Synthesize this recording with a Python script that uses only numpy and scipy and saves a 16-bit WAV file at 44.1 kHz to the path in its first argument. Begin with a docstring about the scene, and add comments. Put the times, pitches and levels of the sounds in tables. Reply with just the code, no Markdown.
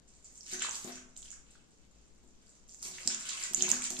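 """Liquid falls in uneven gushes onto boots and a bathtub floor in a tiled, echoing bathroom.
Faint spray starts over a low room rumble. Half a second in, gushes land as swarms of ticks and wet
splats; tiny bubbles burst with sharp pips, and heavy blobs slap down and drum the tub's shell.
The flow thins to a dribble around two seconds. Near three seconds it returns and lasts to the end,
with the loudest pips and with drops cracking on the bare enamel."""
import sys
import numpy as np
from scipy import signal
from scipy.fft import rfft, irfft
from scipy.io import wavfile

SR = 44100
rng = np.random.default_rng(int(sys.argv[2]) if len(sys.argv) > 2 else 0)


def wav_record(signal):
    """Record a signal, one row per channel, as 16-bit PCM in the file named by sys.argv[1]."""
    frames = np.transpose(np.atleast_2d(signal))
    bounded = np.clip(frames, -1, 1)
    # unit amplitude maps onto the largest positive 16-bit level
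    quanta = np.round(bounded * 32767).astype(np.int16)
    wavfile.write(sys.argv[1], SR, quanta)


N = 176400

# The echo of the tiles. Each row: frequency in Hz, seconds to fade by 60 dB.
ECHO_FADES = [(200, 0.88), (1500, 0.5), (4000, 0.3), (7000, 0.41), (13000, 0.24)]
# The tub's own notes. Each row: pitch in Hz, strength in dB, seconds to fade by 60 dB.
TUB_NOTES = [(146, -10.5, 1), (174.1, -6, 1), (211.6, -3.5, 0.69), (250.4, 4.5, 0.74), (366.8, 1.5, 0.56),
             (414, -12, 0.066), (653, -6.5, 1), (703, -11.5, 0.22), (768, -11, 0.15), (807, -33, 0.44)]
# Heavy flow drumming the tub. Each row: start in seconds, length in seconds, level in dB.
THUDS = [(0.528, 0.039, -52.5), (0.847, 0.054, -46.5), (2.237, 0.0055, -66.5), (2.857, 0.061, -57.5),
         (3.057, 0.05, -52.5), (3.173, 0.51, -71.5), (3.511, 0.077, -56.5), (3.58, 0.053, -49.5),
         (3.621, 0.064, -50), (3.721, 0.024, -47), (3.907, 0.024, -51), (3.99, 0.017, -51)]
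# Hissing mist. Each row: start in seconds, length in seconds, level in dB.
MIST = [(0.72, 0.13, -56), (2.825, 0.064, -50.5)]
# Drops hitting enamel. Each row: start in seconds, level in dB.
CRACKS = [(2.8515, -35), (3.0755, -40), (3.5342, -26.5), (3.690, -21), (3.702, -31), (3.9045, -28.5)]
# Blobs landing. Each row: start in seconds, level in dB, centre frequency in Hz.
SLAPS = [(0.620, -29.5, 2600), (0.647, -30, 1124), (0.686, -37.5, 930), (1.163, -48.5, 4000),
         (1.227, -46.5, 3460), (1.257, -46.5, 3400), (1.280, -52, 3100), (1.553, -52.5, 1190),
         (2.984, -37.5, 2400), (3.076, -34, 4200), (3.294, -33, 3370), (3.607, -27, 3100),
         (3.681, -35, 1160), (3.731, -32.5, 1180), (3.820, -34.5, 2350), (3.967, -36, 3130)]
# Bursting bubbles. Each row: time in seconds, level in dB, pitch in Hz, dB quieter on the left.
PIPS = [(0.2454, -44, 7380, 5), (0.3779, -40.5, 7500, 9), (0.4086, -37.5, 5600, 12),
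        (0.5958, -30, 6900, 13), (0.694, -26.5, 7300, 19), (0.7104, -26.5, 6380, 18),
        (0.845, -32, 6850, 14), (0.927, -40, 5900, 15), (1.166, -37, 6860, 10.5), (1.2203, -38.5, 7300, 17),
        (1.305, -34.5, 6970, 15), (1.316, -33.5, 7100, 20), (2.6942, -44, 5740, 22),
        (2.7462, -38.5, 7200, 10), (3.0753, -13, 7500, 16.5), (3.0765, -18.5, 5330, 11.5),
        (3.147, -22, 7100, 35), (3.293, -27, 6800, 15.5), (3.547, -11.5, 7040, 30), (3.6237, -10, 6610, 23),
        (3.690, -25, 6860, 23), (3.7028, -17.5, 7500, 18), (3.716, -8.5, 6830, 31), (3.9044, -24, 6600, 30),
        (3.993, -23.5, 8270, 9)]
# Gushes. Each row: start in seconds, length in seconds, spray level in dB, splatter level in dB.
GUSHES = [(0.067, 0.12, -70, -90), (0.231, 0.34, -59.5, -82), (0.46, 0.044, -47, -55.5),
          (0.506, 0.036, -40, -42.5), (0.591, 0.068, -41, -40.5), (0.712, 0.049, -42, -47.5),
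          (0.828, 0.15, -49.5, -54.5), (1.169, 0.015, -48.5, -65.5), (1.228, 0.061, -53, -67.5),
          (1.311, 0.02, -47.5, -56.5), (1.462, 0.09, -64.5, -73.5), (2.417, 0.15, -66, -80),
          (2.678, 0.28, -55.5, -91), (2.823, 0.042, -42, -53), (2.909, 0.24, -47.5, -53),
          (3.083, 0.021, -40, -66), (3.092, 0.32, -45.5, -49), (3.286, 0.16, -41.5, -46),
          (3.45, 0.11, -49, -64), (3.56, 0.21, -40, -44.5), (3.607, 0.16, -40, -43),
          (3.811, 0.048, -37, -43.5), (3.902, 0.13, -42.5, -62)]

# Tone curves that make a sound darker or brighter. Each row: frequency in Hz, boost or cut in dB.
RUMBLE_TONE = [(15, 6), (30, -27), (42, -5.5), (52, 6.5), (68, -11.5), (110, -12), (200, -8.5), (400, -15),
               (800, -23.5), (2000, -31.5), (6000, -32), (14000, -55)]
FIRST_SPOT_TONE = [(150, 0), (250, -5), (370, 2), (700, -0.5)]
SPLATTER_TONE = [(250, -34), (500, -12.5), (800, -15), (1150, -1), (1700, -0.5), (2700, 4.5), (4000, 2.5),
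                 (6000, -1), (12000, -10)]
SPRAY_TONE = [(1500, -17.5), (3000, -22), (4200, -13), (5400, -6.5), (6400, -1), (7300, 0), (8200, -5),
              (9300, -14), (11500, -26), (14500, -23.5)]
WIDTH_TONE = [(60, -6), (300, -4.5), (1000, 0)]
PATTER_TONE = [(60, -74), (150, -1), (900, 3), (2000, -14.5)]
KNOCK_TONE = [(90, -33), (180, 6.5), (350, 7), (600, 0.5), (1200, 3.5)]
CRACK_TONE = [(2000, -5), (8000, 8.5), (14000, -8)]
PIP_TONE = [(1000, -2), (4000, 6.5), (8000, 3.5), (10000, 3), (14000, -9)]


def undb(db):
    """Turn decibels into a number to multiply by."""
    return 10 ** (np.asarray(db) / 20)


def unit(x):
    """Scale a sound so its average power is 1."""
    return x / np.sqrt(np.mean(x ** 2))


def pan(left_db):
    """Two gains that make the left side louder than the right by left_db."""
    return undb(np.array([[left_db], [-left_db]]) / 2)


def colour(x, curve):
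    """Filter a sound with a tone curve."""
    hz, db = np.array(curve).T
    f = np.maximum(np.fft.rfftfreq(2 * N, 1 / SR), 1)
    gain = undb(np.interp(np.log(f), np.log(hz), db))
    return irfft(rfft(x, 2 * N) * gain)[..., :N]


def add(out, start_s, sound):
    """Mix a short sound in at a given time."""
    i = int(np.clip(start_s * SR, 0, N - 1))
    out[..., i:i + sound.shape[-1]] += sound[..., :N - i]


def flow(bursts, rise_s=0.0093, fall_s=0.0085):
    """Loudness over time: each burst rises quickly, holds, then dies away."""
    t = np.arange(N) / SR
    power = np.zeros(N)
    for start, length, db in bursts:
        rise = np.clip((t - start) / rise_s + .5, 0, 1)
        fall = np.exp(-np.clip((t - start - length) / fall_s, 0, 20))
        power += (undb(db) * rise * fall) ** 2
    return np.sqrt(power)


def rumble(level_db=-61.5):
    """The room rumbles steadily, with a faint hiss; the two sides are most alike in the bass."""
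    shared, width = colour(rng.standard_normal((2, N)), RUMBLE_TONE)
    width = colour(width, WIDTH_TONE) * np.array([[1], [-1]])
    return undb(level_db) * unit(shared * pan(left_db=6) + width)


def tile_echo(x, rise_s=0.00043):
    """Sound bounces between the tiled walls and blurs into a tail, different at each ear."""
    t = np.arange(int(SR * .7)) / SR
    f = np.fft.rfftfreq(len(t), 1 / SR)
    noise = rfft(rng.standard_normal((2, len(t))))
    hz, fades = np.array(ECHO_FADES).T
    tail = sum(irfft(noise * np.interp(f, hz, band), len(t)) * np.exp(-np.log(1000) * t / fade_s)
               for band, fade_s in zip(np.eye(len(hz)), fades))
    tail *= np.minimum(t / rise_s, 1)
    return signal.fftconvolve(x[None], unit(tail) / np.sqrt(len(t)), axes=1)[:, :N]


def in_room(x, direct_db, left_db, lag_samples=11):
    """Blend a sound with its echo; the direct part reaches the left side slightly later."""
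    direct = undb(direct_db) * np.array([np.roll(x, lag_samples), x])
    return (direct + tile_echo(x)) * pan(left_db) / np.hypot(1, undb(direct_db))


def tub(taps_per_s=400, push_db=6, knock_db=-9, first_spot_s=2):
    """Heavy flow lands with one push and patters on; the shell knocks and booms at its own notes."""
    taps = rng.choice([-1, 1], N) * (rng.random(N) < taps_per_s / SR)
    patter = unit(colour(taps, PATTER_TONE))
    force = patter * flow(THUDS)
    push = np.sin(np.linspace(0, 2 * np.pi, SR // 300))  # one cycle of 300 Hz
    for start, _, db in THUDS:
        add(force, start, undb(db + push_db) * push)
    early = np.arange(N) < first_spot_s * SR  # early gushes land on a spot that rings higher
    force = colour(force * early, FIRST_SPOT_TONE) + force * ~early
    t = np.arange(SR) / SR
    ring = sum(undb(db) / np.sqrt(fade_s) * np.sin(2 * np.pi * hz * t)
               * np.exp(-np.log(1000) * t / fade_s) for hz, db, fade_s in TUB_NOTES)
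    boom = signal.fftconvolve(force, ring)[:N] / np.std(signal.fftconvolve(patter, ring)[:N])
    knock = in_room(colour(force, KNOCK_TONE), direct_db=6.5, left_db=10)
    return boom * pan(left_db=3) + undb(knock_db) * knock


def mist_and_cracks(decay_s=0.0014):
    """Some gushes throw up a hissing mist; fast drops hit bare enamel with a bright crack."""
    out = flow(MIST) * rng.laplace(size=N)
    t = np.arange(512) / SR
    for start, db in CRACKS:
        add(out, start, undb(db) * np.exp(-t / decay_s) * rng.standard_normal(len(t)))
    return in_room(colour(out, CRACK_TONE), direct_db=1, left_db=-2)


def blob_slaps(decay_s=0.0028, width_octaves=0.36, echo_db=-1.5):
    """Blobs land with a short smack that has no clear note."""
    out = np.zeros(N)
    t = np.arange(1024) / SR
    f = np.maximum(np.fft.rfftfreq(len(t), 1 / SR), 1)
    fade = np.exp(-t / decay_s)
    for start, db, hz in SLAPS:
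        band = np.exp(-.5 * (np.log2(f / hz) / width_octaves) ** 2)
        noise = irfft(band * np.exp(2j * np.pi * rng.random(len(f))))
        add(out, start, undb(db) * unit(noise * fade) * np.sqrt(np.mean(fade ** 2) / 2))
    return out + undb(echo_db) * tile_echo(out)


def bubble_pips(width_s=0.0002, ring_db=-8.5, decay_s=0.0021, snap=0.13):
    """Tiny bubbles burst: a sharp pop and a very short ring, with a snap of noise."""
    direct, to_walls = np.zeros((2, N)), np.zeros(N)
    t = np.arange(-64, 400) / SR
    pop = np.exp(-.5 * (t / width_s) ** 2)
    ring = undb(ring_db) * (1 + np.tanh(t / width_s)) / 2 * np.exp(-t / decay_s)
    for when, db, hz, left_cut_db in PIPS:
        tone = np.sin(2 * np.pi * hz * t) + snap * rng.standard_normal(len(t))
        pip = undb(db) * (pop + ring) * tone
        add(direct, when + t[0], pip * undb([[-left_cut_db], [0]]))
        add(to_walls, when + t[0], pip * undb(-.3 * left_cut_db))  # aimed to one side, it echoes less
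    return colour(direct + tile_echo(to_walls) * pan(left_db=-0.85), PIP_TONE)


def clumps(per_s=220, spread_db=2.5):
    """The stream breaks into clumps, so the loudness of the drops flutters unevenly."""
    t = np.arange(N) / SR
    strength = undb(spread_db * np.clip(rng.standard_normal(N // 100), -2, 2))
    return unit(np.interp(t * per_s, np.arange(len(strength)), strength))


def drops(low_hz, high_hz, cycles, spread_db, count, samples):
    """A swarm of drops, each ringing briefly with its own time, pitch and strength."""
    when, pitch, strength, length = rng.random((count, 4)).T[:, :, None]
    hz = low_hz + (high_hz - low_hz) * pitch
    n = np.arange(samples)
    turns = hz * n / SR
    life = cycles * (.5 + length)
    gain = undb(spread_db * np.minimum(-np.log(1 - strength), np.pi))  # many weak, a few strong
    rings = gain * np.sqrt(hz / life) * np.sin(2 * np.pi * turns) * np.exp(-turns / life)
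    positions = (when * N).astype(int) + n
    return np.bincount(positions.ravel(), rings.ravel(), N + samples)[:N]  # add them all up


def splatter(flutter, dribble_db=-79):
    """Big drops splat on wet leather and on the puddle."""
    splats = drops(526, 6230, cycles=1.38, spread_db=8.5, count=4500, samples=384)
    splats = unit(colour(splats, SPLATTER_TONE))
    level = flow([(start, length, db) for start, length, _, db in GUSHES]) + undb(dribble_db)
    return in_room(splats * flutter * level, direct_db=-9, left_db=0.5)


def spray(flutter, dribble_db=-72):
    """Fine droplets tick and fizz; a dribble goes on between the gushes."""
    ticks = drops(2000, 13000, cycles=2.16, spread_db=8, count=6000, samples=128)
    ticks = unit(colour(ticks, SPRAY_TONE))
    level = flow([(start, length, db) for start, length, db, _ in GUSHES]) + undb(dribble_db)
    return in_room(ticks * flutter * level, direct_db=-3, left_db=-1.5)


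def scene():
    """Add up the liquid, the tub and the room."""
    flutter = clumps()
    liquid = spray(flutter) + splatter(flutter) + bubble_pips() + blob_slaps() + mist_and_cracks()
    return liquid + tub() + rumble()


def record(dry):
    """Cut the highest treble, above 14400 Hz."""
    return signal.sosfilt(signal.ellip(8, .2, 70, 14400, fs=SR, output="sos"), dry)


dry = scene()
out = record(dry)
wav_record(out)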